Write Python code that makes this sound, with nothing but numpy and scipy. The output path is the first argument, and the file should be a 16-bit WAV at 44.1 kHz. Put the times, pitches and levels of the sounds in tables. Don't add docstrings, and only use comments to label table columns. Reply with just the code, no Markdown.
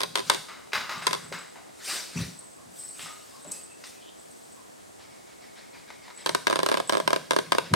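import sys
import numpy as np
from scipy import signal
from scipy.fft import rfft, irfft
from scipy.io import wavfile
from scipy.ndimage import uniform_filter1d

SR = 44100
rng = np.random.default_rng(int(sys.argv[2]) if len(sys.argv) > 2 else 0)


def store_wav(level_fs):
    pcm = np.round(np.clip(np.atleast_2d(level_fs), -1, 1) * 32767)
    wavfile.write(sys.argv[1], SR, pcm.T.astype(np.int16))


N = 341775


def gain_of(db):
    return 10 ** (np.asarray(db) / 20)


def evened(x):
    return x / np.sqrt(np.mean(x ** 2) + 1e-20)


def read(points, hz):
    point_hz, value = np.transpose(points)
    return np.interp(np.log(hz + 1), np.log(point_hz + 1), value)


def add(mix, s, sound):
    part = mix[..., round(s * SR):][..., :sound.shape[-1]]
    part += sound[..., :part.shape[-1]]


def resonate(x, hz, width):
    r = np.exp(-np.pi * width / SR)
    return 2 * signal.lfilter([1 - r], [1, -r * np.exp(2j * np.pi * hz / SR)], x).real


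def resonate_twice(x, hz, width):
    return resonate(resonate(x, hz, width), hz, width)


def coloured(x, db_of, size=256):
    overlap = size * 3 // 4
    hz, t, z = signal.stft(x, SR, nperseg=size, noverlap=overlap)
    shaped = z * gain_of(db_of(hz[:, None], t))
    return signal.istft(shaped, SR, nperseg=size, noverlap=overlap)[1][..., :x.shape[-1]]


def grit(per_s, spread_db):
    clicks = rng.standard_normal(N) * (rng.random(N) < per_s / SR)
    return clicks * gain_of(spread_db * np.minimum(rng.exponential(1, N), 4))


def swells(rows, rise_db_per_s, fall_db_per_s):
    t = np.arange(N) / SR
    total = np.zeros(N)
    for s, db, hold, *_ in rows:
        rise = rise_db_per_s * np.maximum(s - t, 0)
        fall = fall_db_per_s * np.maximum(t - s - hold, 0)
        total += gain_of(db - rise - fall)
    return total


def rub(gain, tilt, colour, grain, per_s, patchy_db):
    smooth = (1 - grain) * rng.standard_normal(N)
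    drive = smooth + grain * evened(grit(per_s, 3.4))
    patches = uniform_filter1d(rng.standard_normal((129, N // 64 + 3)), size=2, axis=0)
    patches = evened(uniform_filter1d(patches, size=16, axis=1))

    def db_of(hz, t):
        slope = np.clip(np.interp(t, *tilt), -3, 5) * np.log2((hz + 200) / 2500)
        return read(colour, hz) + slope + patchy_db * patches[:, :len(t)]

    return evened(coloured(drive, db_of)) * gain


# start in seconds, level in dB, favoured frequency in Hz, dying time t60 in seconds.
SKIDS = [(0.303, -37.5, 925, 0.37), (0.485, -43.5, 1290, 0.6), (0.72, -47, 2480, 0.17),
         (0.732, -27.5, 1750, 0.18), (.75, -33, 1470, 0.54), (0.893, -35, 1240, 0.62),
         (1.022, -44, 1560, 1), (1.324, -37, 1500, 0.48), (1.556, -52, 800, 0.63),
         (1.898, -38.5, 4940, 0.59), (1.963, -39, 3980, 0.065), (2.993, -44.5, 3120, 0.52),
         (3.058, -50, 1310, 0.38), (3.449, -53, 606, 1), (3.839, -43, 5900, 0.12), (5.903, -44, 850, 0.052),
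         (6.079, -44.5, 950, 0.09), (6.102, -46, 1420, 0.073)]
# frequency in Hz, base width in Hz (broadened in the formula below), level in dB.
BOARDS = [(1130, 150, 14), (2090, 19, 14.5), (2820, 58, 8), (3900, 17, 13), (4950, 72, 9), (6560, 120, -3)]
HARD_SKID_DB, DULLING_PER_DB, BRIGHT_PER_OCTAVE = -40.5, 0.28, 0.91


def skids():
    out, size = np.zeros(N), 16384
    hz, t = np.fft.rfftfreq(size, 1 / SR), np.arange(size) / SR
    boards = 0.022
    for board_hz, width, db in BOARDS:
        boards = boards + gain_of(db) / np.sqrt(1 + (2 * (hz - board_hz) / (3.7 * width + 90)) ** 2)
    rough = 0.95 * rng.standard_normal(N) + 0.78 * evened(grit(3500, 1.8))
    low_cut = hz ** 2 / (hz ** 2 + 300 ** 2)
    for s, db, peak_hz, t60 in SKIDS:
        dulling = DULLING_PER_DB * min(db - HARD_SKID_DB, 0)
        tilt = min(dulling + BRIGHT_PER_OCTAVE * np.log2(peak_hz / 2000), 2)
        contact = 1.6 * np.exp(-t / 0.0017)
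        scrape = gain_of(-60 * t / max(t60, .01))
        stroke = np.roll(rough, -round(s * SR))[:size] * (scrape + contact) * (1 - np.exp(-t / 0.00059))
        octaves = np.log2((hz + 50) / peak_hz)
        favoured_db = 6.6 * np.exp(-(octaves / 0.41) ** 2)
        shape = boards * gain_of(tilt * octaves + favoured_db) * low_cut
        add(out, s, gain_of(db) * irfft(rfft(stroke) * shape) / np.sqrt(np.mean(shape ** 2)))
    return out


# start of full level in seconds, level in dB, hold in seconds, brightness in dB per octave.
SLIDE = [(0.288, -36, .01, -1.2), (1.884, -29, 0.08, -0.4), (2.178, -34.5, 0.036, -2),
         (2.772, -53.5, 0.09, 5), (3.016, -39, .01, 0.5), (3.18, -53.5, 0.22, 0.5),
         (3.536, -50.5, 0.036, 1), (3.863, -45.5, 0.014, 0.9), (4.198, -64.5, 0.37, 4)]
# frequency in Hz, relative density in dB.
SLIDE_COLOUR = [(59, -65), (100, -24), (206, -20.5), (492, -11), (801, -16), (1360, -6.5), (2990, -8.5),
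                (4870, -4.5), (6700, -8), (8640, -6), (10700, -16), (15000, -19.5), (16000, -26)]
SLIDE_RISE_DB_PER_S, SLIDE_FALL_DB_PER_S = 224, 144


def fur():
    stroke = swells(SLIDE, SLIDE_RISE_DB_PER_S, SLIDE_FALL_DB_PER_S)
    tilt = np.transpose(SLIDE)[[0, 3]]
    return rub(stroke, tilt, SLIDE_COLOUR, grain=0.36, per_s=3500, patchy_db=4.2)


# start of full level in seconds, level in dB, hold in seconds, frequency in Hz,
# width in Hz of each of two stacked resonances.
SQUEAKS = [(0.488, -52, 0.034, 1213, 90), (0.892, -49, .04, 1210, 38), (2.411, -58.5, .02, 1020, 250),
           (2.586, -61, 0.037, 1100, 200), (2.794, -58, 0.093, 5350, 900), (3.056, -52, 0.11, 1226, 50),
           (3.336, -54.5, 0.028, 1050, 220), (3.517, -59.5, .05, 2580, 120), (3.71, -60.5, .03, 2640, 120),
           (3.923, -62, 0.066, 2530, 300), (4.027, -55.5, 0.057, 3200, 700), (4.58, -56, 0.023, 1030, 120)]
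SQUEAK_RISE_DB_PER_S, SQUEAK_FALL_DB_PER_S = 700, 250


def squeaks():
    slips, out = grit(3700, 1.7), np.zeros(N)
    for row in SQUEAKS:
        hz, width = row[3:]
        tone = evened(resonate_twice(slips, hz, width))
        out += tone * swells([row], SQUEAK_RISE_DB_PER_S, SQUEAK_FALL_DB_PER_S)
    return out


# start in seconds, level in dB before the decay, frequency in Hz, t60 in seconds.
THUDS = [(1.318, -23.5, 513, 0.018), (3.448, -47.5, 602, 0.18), (3.471, -43, 303, 0.098)]


def thuds():
    out, t = np.zeros(N), np.arange(8000) / SR
    for s, db, hz, t60 in THUDS:
        onset = 1 - np.exp(-t / 0.0011)
        add(out, s, gain_of(db - 60 * t / t60) * np.sin(2 * np.pi * hz * t) * onset)
    return out


# moment of the puff's peak in seconds, level in dB.
PUFFS = [(4.79, -63), (5.017, -55), (5.127, -59), (5.293, -58.5), (5.436, -54.5), (5.585, -51.5),
         (5.757, -51.5), (5.9, -52), (6.049, -53), (6.2, -49), (7.04, -54), (7.22, -58), (7.453, -53),
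         (7.664, -48.5)]
# frequency in Hz, relative density in dB.
PUFF_COLOUR = [(300, -8.5), (900, -3.5), (1500, -5), (2150, 2), (2800, -7.5), (4200, -4), (5500, -7),
               (7000, -20), (12000, -38)]
PUFF_RISE_S = 0.034
WHISTLE_HZ, WHISTLE_WIDTH_HZ, WHISTLE_DB, WHISTLE_LINGER_S = 2187, 98, -9, 0.15


def pants_and_noise_puffs():
    flow = np.zeros(N)
    u = np.arange(0, 4, 1 / (PUFF_RISE_S * SR))
    for s, db in PUFFS:
        add(flow, s - PUFF_RISE_S, gain_of(db) * u * np.exp(1 - u))
    air = evened(resonate_twice(rng.standard_normal(N), WHISTLE_HZ, WHISTLE_WIDTH_HZ))
    linger = np.exp(-1 / (WHISTLE_LINGER_S * SR))
    slow_flow = signal.lfilter([1 - linger], [1, -linger], flow)
    whistle = gain_of(WHISTLE_DB) * air * slow_flow
    return whistle + rub(flow, ([0], [0]), PUFF_COLOUR, grain=0.2, per_s=2000, patchy_db=3)


# start of full level in seconds, level in dB, hold in seconds.
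TAG = [(1.0, -54.5, 0.18), (1.27, -52, 0.13), (2.38, -49.5, 0.031), (2.8, -43.5, 0.068),
       (3.0, -46.5, 0.051), (3.46, -44.5, 0.033), (3.52, -41, 0.008), (4.2, -59, 0.37), (6.18, -46, 0.059),
       (6.88, -45, 0.021)]
# frequency in Hz, t60 in seconds, relative level in dB.
TAG_MODES = [(8150, 0.061, 17), (7920, 0.033, 19.5), (7800, 0.02, 14), (9300, .02, 7)]
TAG_RISE_DB_PER_S, TAG_FALL_DB_PER_S = 304, 136
SNAP_S, SNAP_DB = 3.518, -19.5


def tag():
    t, out = np.arange(4000) / SR, np.zeros(N)
    for hz, t60, db in TAG_MODES:
        ping = gain_of(db - 60 * t / t60) * np.sin(2 * np.pi * hz * t) * (1 - np.exp(-t / 0.00017))
        out += signal.oaconvolve(grit(70, 2.3), ping)[:N]
    out = evened(out) * swells(TAG, TAG_RISE_DB_PER_S, TAG_FALL_DB_PER_S)
    snap = rng.standard_normal(len(t)) * (np.exp(-t / 0.001) + 0.15 * np.exp(-t / .025))
    band = signal.butter(2, (5200, 10500), "band", fs=SR, output="sos")
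    add(out, SNAP_S, gain_of(SNAP_DB) * signal.sosfilt(band, snap))
    return out


# start of full level in seconds, level in dB, hold in seconds.
LOW_SOUNDS = [(0.01, -57.5, 0.37), (.75, -52.5, 0.026), (.95, -53.5, 0.039), (1.07, -54.5, 0.091),
              (1.23, -54.5, 0.1), (2.16, -36.5, 0.047), (2.66, -58, 0.0087), (3.03, -60.5, 0.014),
              (3.46, -58, 0.056), (6.26, -53.5, 0.093), (6.47, -54, 0.34), (6.9, -54, 0.3),
              (7.31, -54.5, 0.18), (7.52, -54.5, 0.13), (7.716, -31.5, 0.02)]
# frequency in Hz, base width in Hz (scaled below), level in dB.
LOW_MODES = [(74, 9.5, -3.5), (110, 21, 1), (132, 23, 8), (162, 32, 3.5), (231, 28.4, -3), (320, 90, -14)]
LOW_RISE_DB_PER_S, LOW_FALL_DB_PER_S = 1500, 157


def low_thuds_and_rumble():
    drive, out = rng.standard_normal(N), np.zeros(N)
    force = swells(LOW_SOUNDS, LOW_RISE_DB_PER_S, LOW_FALL_DB_PER_S)
    for hz, width, db in LOW_MODES:
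        reach = (force / force.max()) ** (.55 if hz < 145 else 0)
        mode = resonate(resonate(drive, hz, 1.23 * width), hz, 1.7 * width)
        out += gain_of(db) * evened(mode) * reach
    return force * out


# frequency in Hz, level in mid in dB, level in side in dB, t60 in seconds.
TICK = [(1190, -10.5, -39, 0.066), (2500, -11, -17, 0.025), (3470, -4, -5, 0.027), (4870, -5.5, -11, 0.019),
        (7630, -12.5, -25, 0.013), (8500, -5, -20, 0.015), (10600, -17, -28, 0.017),
        (16000, -25, -31, 0.0085)]
TICK_RISE_S = 0.00038


def tick():
    hz, mid_db, side_db, t60 = np.transpose(TICK)
    f, t, z = signal.stft(rng.standard_normal((2, 1600)), SR, nperseg=64, boundary=None)
    colour = np.array([np.interp(f, hz, mid_db), np.interp(f, hz, side_db)])[..., None]
    decay_db = 60 * (t - t[0]) / np.interp(f, hz, t60)[:, None]
    burst = signal.istft(z * gain_of(colour - decay_db), SR, nperseg=64)[1]
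    return burst * (1 - np.exp(-np.arange(burst.shape[1]) / SR / TICK_RISE_S))


# frequency in Hz, t60 in seconds, level in mid in dB, level in side in dB, side phase in radians,
# change in dB when the rim is struck.
HOUSING = [(395, 0.094, -50, 2, 4.5, -3), (537, 0.027, 2, 8.5, 4, -9.5), (658, 0.026, 4, -8, -1.5, -10),
           (989, 0.021, 0.5, 0, 1, 2), (1022, 0.1, -24.5, -20, 1.4, 12.5), (1264, 0.016, -9.5, -12, -1, 3),
           (1600, 0.028, 3, 3, 1.23, 0.5), (2077, 0.022, -10, -2, 1.3, 10),
           (2777, 0.024, -8, -15, 3.5, -12), (3150, 0.027, -7.5, -13, 0.7, -2),
           (3629, 0.0085, -10, -12.5, 2.3, 18), (4837, 0.013, -5.5, -9, 3.2, 11)]


def ring(depth_db, rim):
    t = np.arange(2500) / SR
    hz, t60, mid_db, side_db, side_phase, rim_db = np.transpose(HOUSING)[..., None]
    spreads = np.reshape([2, .4, .3, .022], (4, 1, 1))  # dB, radians, radians, fraction of the frequency
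    weigh, phase, skew, bend = rng.standard_normal((4, len(HOUSING), 1)) * spreads
    turn = 2 * np.pi * hz * (1 + bend) * t + phase
    shared_db = depth_db * (hz < 800) + rim * rim_db + weigh - 60 * t / t60
    mid = (gain_of(mid_db + shared_db) * np.sin(turn)).sum(0)
    side = (gain_of(side_db + shared_db) * np.sin(turn + side_phase + skew)).sum(0)
    return np.array([mid, side])


# start in seconds, relative level in dB, tick level setting in dB, loss at the first rebound in dB.
KNOCKS = [(0.005, -17, 7.5, 2.5), (0.033, -17, 10, 19), (0.155, -14, 10.5, 10), (0.174, -18, 4, 2),
          (0.192, -21.5, 6, 5), (0.298, -3.5, 6.5, 36), (0.317, -16.5, -1, 9), (0.336, -25, 9, 10),
          (0.346, -22.5, 8, 26), (1.068, -7.5, 6.5, 11), (1.109, -21.5, 3, 24), (1.13, -13, 6, 8),
          (1.148, -20, 2.5, 21), (6.261, -10.5, 4.5, 8), (6.292, -13, 5.5, 25), (6.348, -8, 2, 21),
          (6.469, -5.5, -0.5, 7), (6.499, -11.5, 0, 3), (6.527, -8.5, -4.5, 7), (6.557, -10, 0, 7),
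          (6.59, -9.5, -2.5, 5), (6.631, -10, -1, 18), (6.662, -8.5, 0.5, 32), (6.688, -9.5, 0.5, 8),
          (6.715, -9.5, -2, 4), (6.741, -9, -3.5, 8), (6.771, -11, -0.5, 8.5), (6.8, -9.5, -5, 28),
          (6.895, -6.5, 1.5, 20), (6.923, -10, -2, 1.5), (6.951, -9.5, -7.5, 33), (6.97, -11, -4, 5),
          (7.0, -9.5, -5.5, 17), (7.076, -5, -1.5, 19), (7.105, -12, -4.5, 18), (7.13, -4.5, -4, 14),
          (7.161, -10.5, -3, 23), (7.308, -6, 1, 9), (7.333, -13.5, -3, 11), (7.363, -5, -5, 43),
          (7.387, -9, -0.5, 19), (7.52, -2.5, -1.5, 11), (7.549, -10, -6, 22), (7.583, -6, -2.5, 22),
          (7.737, -3.5, 1, 14)]
REBOUND_S = .0095
RIM_UNTIL_S = 3
DEPTH_DB, DEPTH_PER_TICK_DB, DEPTH_PER_PEAK_DB = -3, -0.3, -0.95


def knocks():
    out, push = np.zeros((2, N)), signal.windows.hann(12)
    for s, db, tick_db, loss_db in KNOCKS:
        depth_db = DEPTH_DB + DEPTH_PER_TICK_DB * tick_db + DEPTH_PER_PEAK_DB * db
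        for bounce in range(3):
            lag = np.zeros(110)
            lag[[30, 65, 105]] = [.6, .8, .45] * (1 + .12 * rng.standard_normal(3))
            gain = gain_of(db - bounce ** 2 * loss_db)
            at = s + bounce * REBOUND_S * (1 + 0.061 * rng.standard_normal())
            blow = np.convolve(push, lag)[None]
            swell = signal.fftconvolve(ring(depth_db, s < RIM_UNTIL_S), blow, axes=1)
            add(out, at, gain * 0.17 * swell / np.sqrt(np.mean(swell[0, :600] ** 2)))
            add(out, at, gain * gain_of(tick_db - 0.46 * bounce) * tick())
    thinned = []
    for hz, x in zip((370, 220), out):
        thinned.append(signal.sosfilt(signal.butter(5, hz, "high", fs=SR, output="sos"), x))
    return np.array(thinned)


# frequency in Hz, t60 in seconds.
ROOM = [(150, 0.49), (1000, 0.35), (4000, 0.56), (12000, 0.59)]


def room(x):
    taps = np.zeros((2, 30000))
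    at = np.arange(120, 29980, 20) + rng.integers(0, 20, (2, 1493))
    np.put_along_axis(taps, at, rng.choice([-1., 1.], at.shape), 1)
    tail = coloured(taps, lambda hz, t: -60 * t / read(ROOM, hz))
    return signal.fftconvolve(x[None], tail / np.linalg.norm(tail[0]), axes=1)[:, :N]


MOTOR_S, MOTOR_DB = .094, -44


def motor():
    clicks = np.zeros(N)
    clicks[round(MOTOR_S * SR)::SR // 10] = 1
    uneven = clicks * gain_of(1.5 * rng.standard_normal(N))
    soft = np.convolve(uneven, signal.windows.hann(50), "same")
    return gain_of(MOTOR_DB) * (resonate(soft, 195, 260) + 2.0 * resonate(soft, 640, 100))


# frequency in Hz, relative density in dB.
HUSH_MID = [(24, -38), (40, -2.5), (231, 1.5), (646, -0.5), (733, 3), (852, -1.5), (2150, -5), (2570, -7.5),
            (4030, -6.5), (5720, -6.5), (8130, -3), (14800, -19.5), (16000, -19)]
# frequency in Hz, relative density in dB.
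HUSH_SIDE = [(24, -60), (40, -42), (64, -33), (137, -15), (262, -5.5), (491, -6), (680, -8.5), (3300, -29),
             (8990, -31.5), (13400, -44.5), (16000, -43)]
HUSH_MID_DB, HUSH_SIDE_DB = -55, -49.5


def hush():
    noise = rng.standard_normal((2, N))
    mid = coloured(noise[0], lambda hz, t: read(HUSH_MID, hz), size=2048)
    side = coloured(noise[1], lambda hz, t: read(HUSH_SIDE, hz), size=2048)
    return np.array([gain_of(HUSH_MID_DB) * evened(mid), gain_of(HUSH_SIDE_DB) * evened(side)])


# frequency in Hz, gain in dB.
WIDENING = [(60, -20), (150, 13), (380, -14), (950, -16.5), (2380, -17.5), (5980, -16), (15000, -20.5)]


def scene():
    floor = skids() + fur() + squeaks() + thuds() + pants_and_noise_puffs() + tag()
    near, low = knocks(), low_thuds_and_rumble()
    wet = room(gain_of(-5) * floor + gain_of(-9.0) * near[0])
    mid = floor + wet[0] + near[0] + low + motor()
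    spread = gain_of(9.5) * wet[1] + 0.7 * floor
    side = coloured(spread, lambda hz, t: read(WIDENING, hz), size=1024)
    side += near[1] + gain_of(-18.5) * np.roll(low, 40)
    mid, side = np.array([mid, side]) + hush()
    return np.array([mid + side, mid - side])


EDGE_HZ = 16000


def record(dry):
    thin = signal.sosfilt(signal.butter(6, 60, "high", fs=SR, output="sos"), dry)
    low_pass = signal.firwin(511, EDGE_HZ, window=("kaiser", 9), fs=SR)
    return signal.oaconvolve(np.clip(thin, -1, 1), low_pass[None], "same")


dry = scene()
out = record(dry)
store_wav(out)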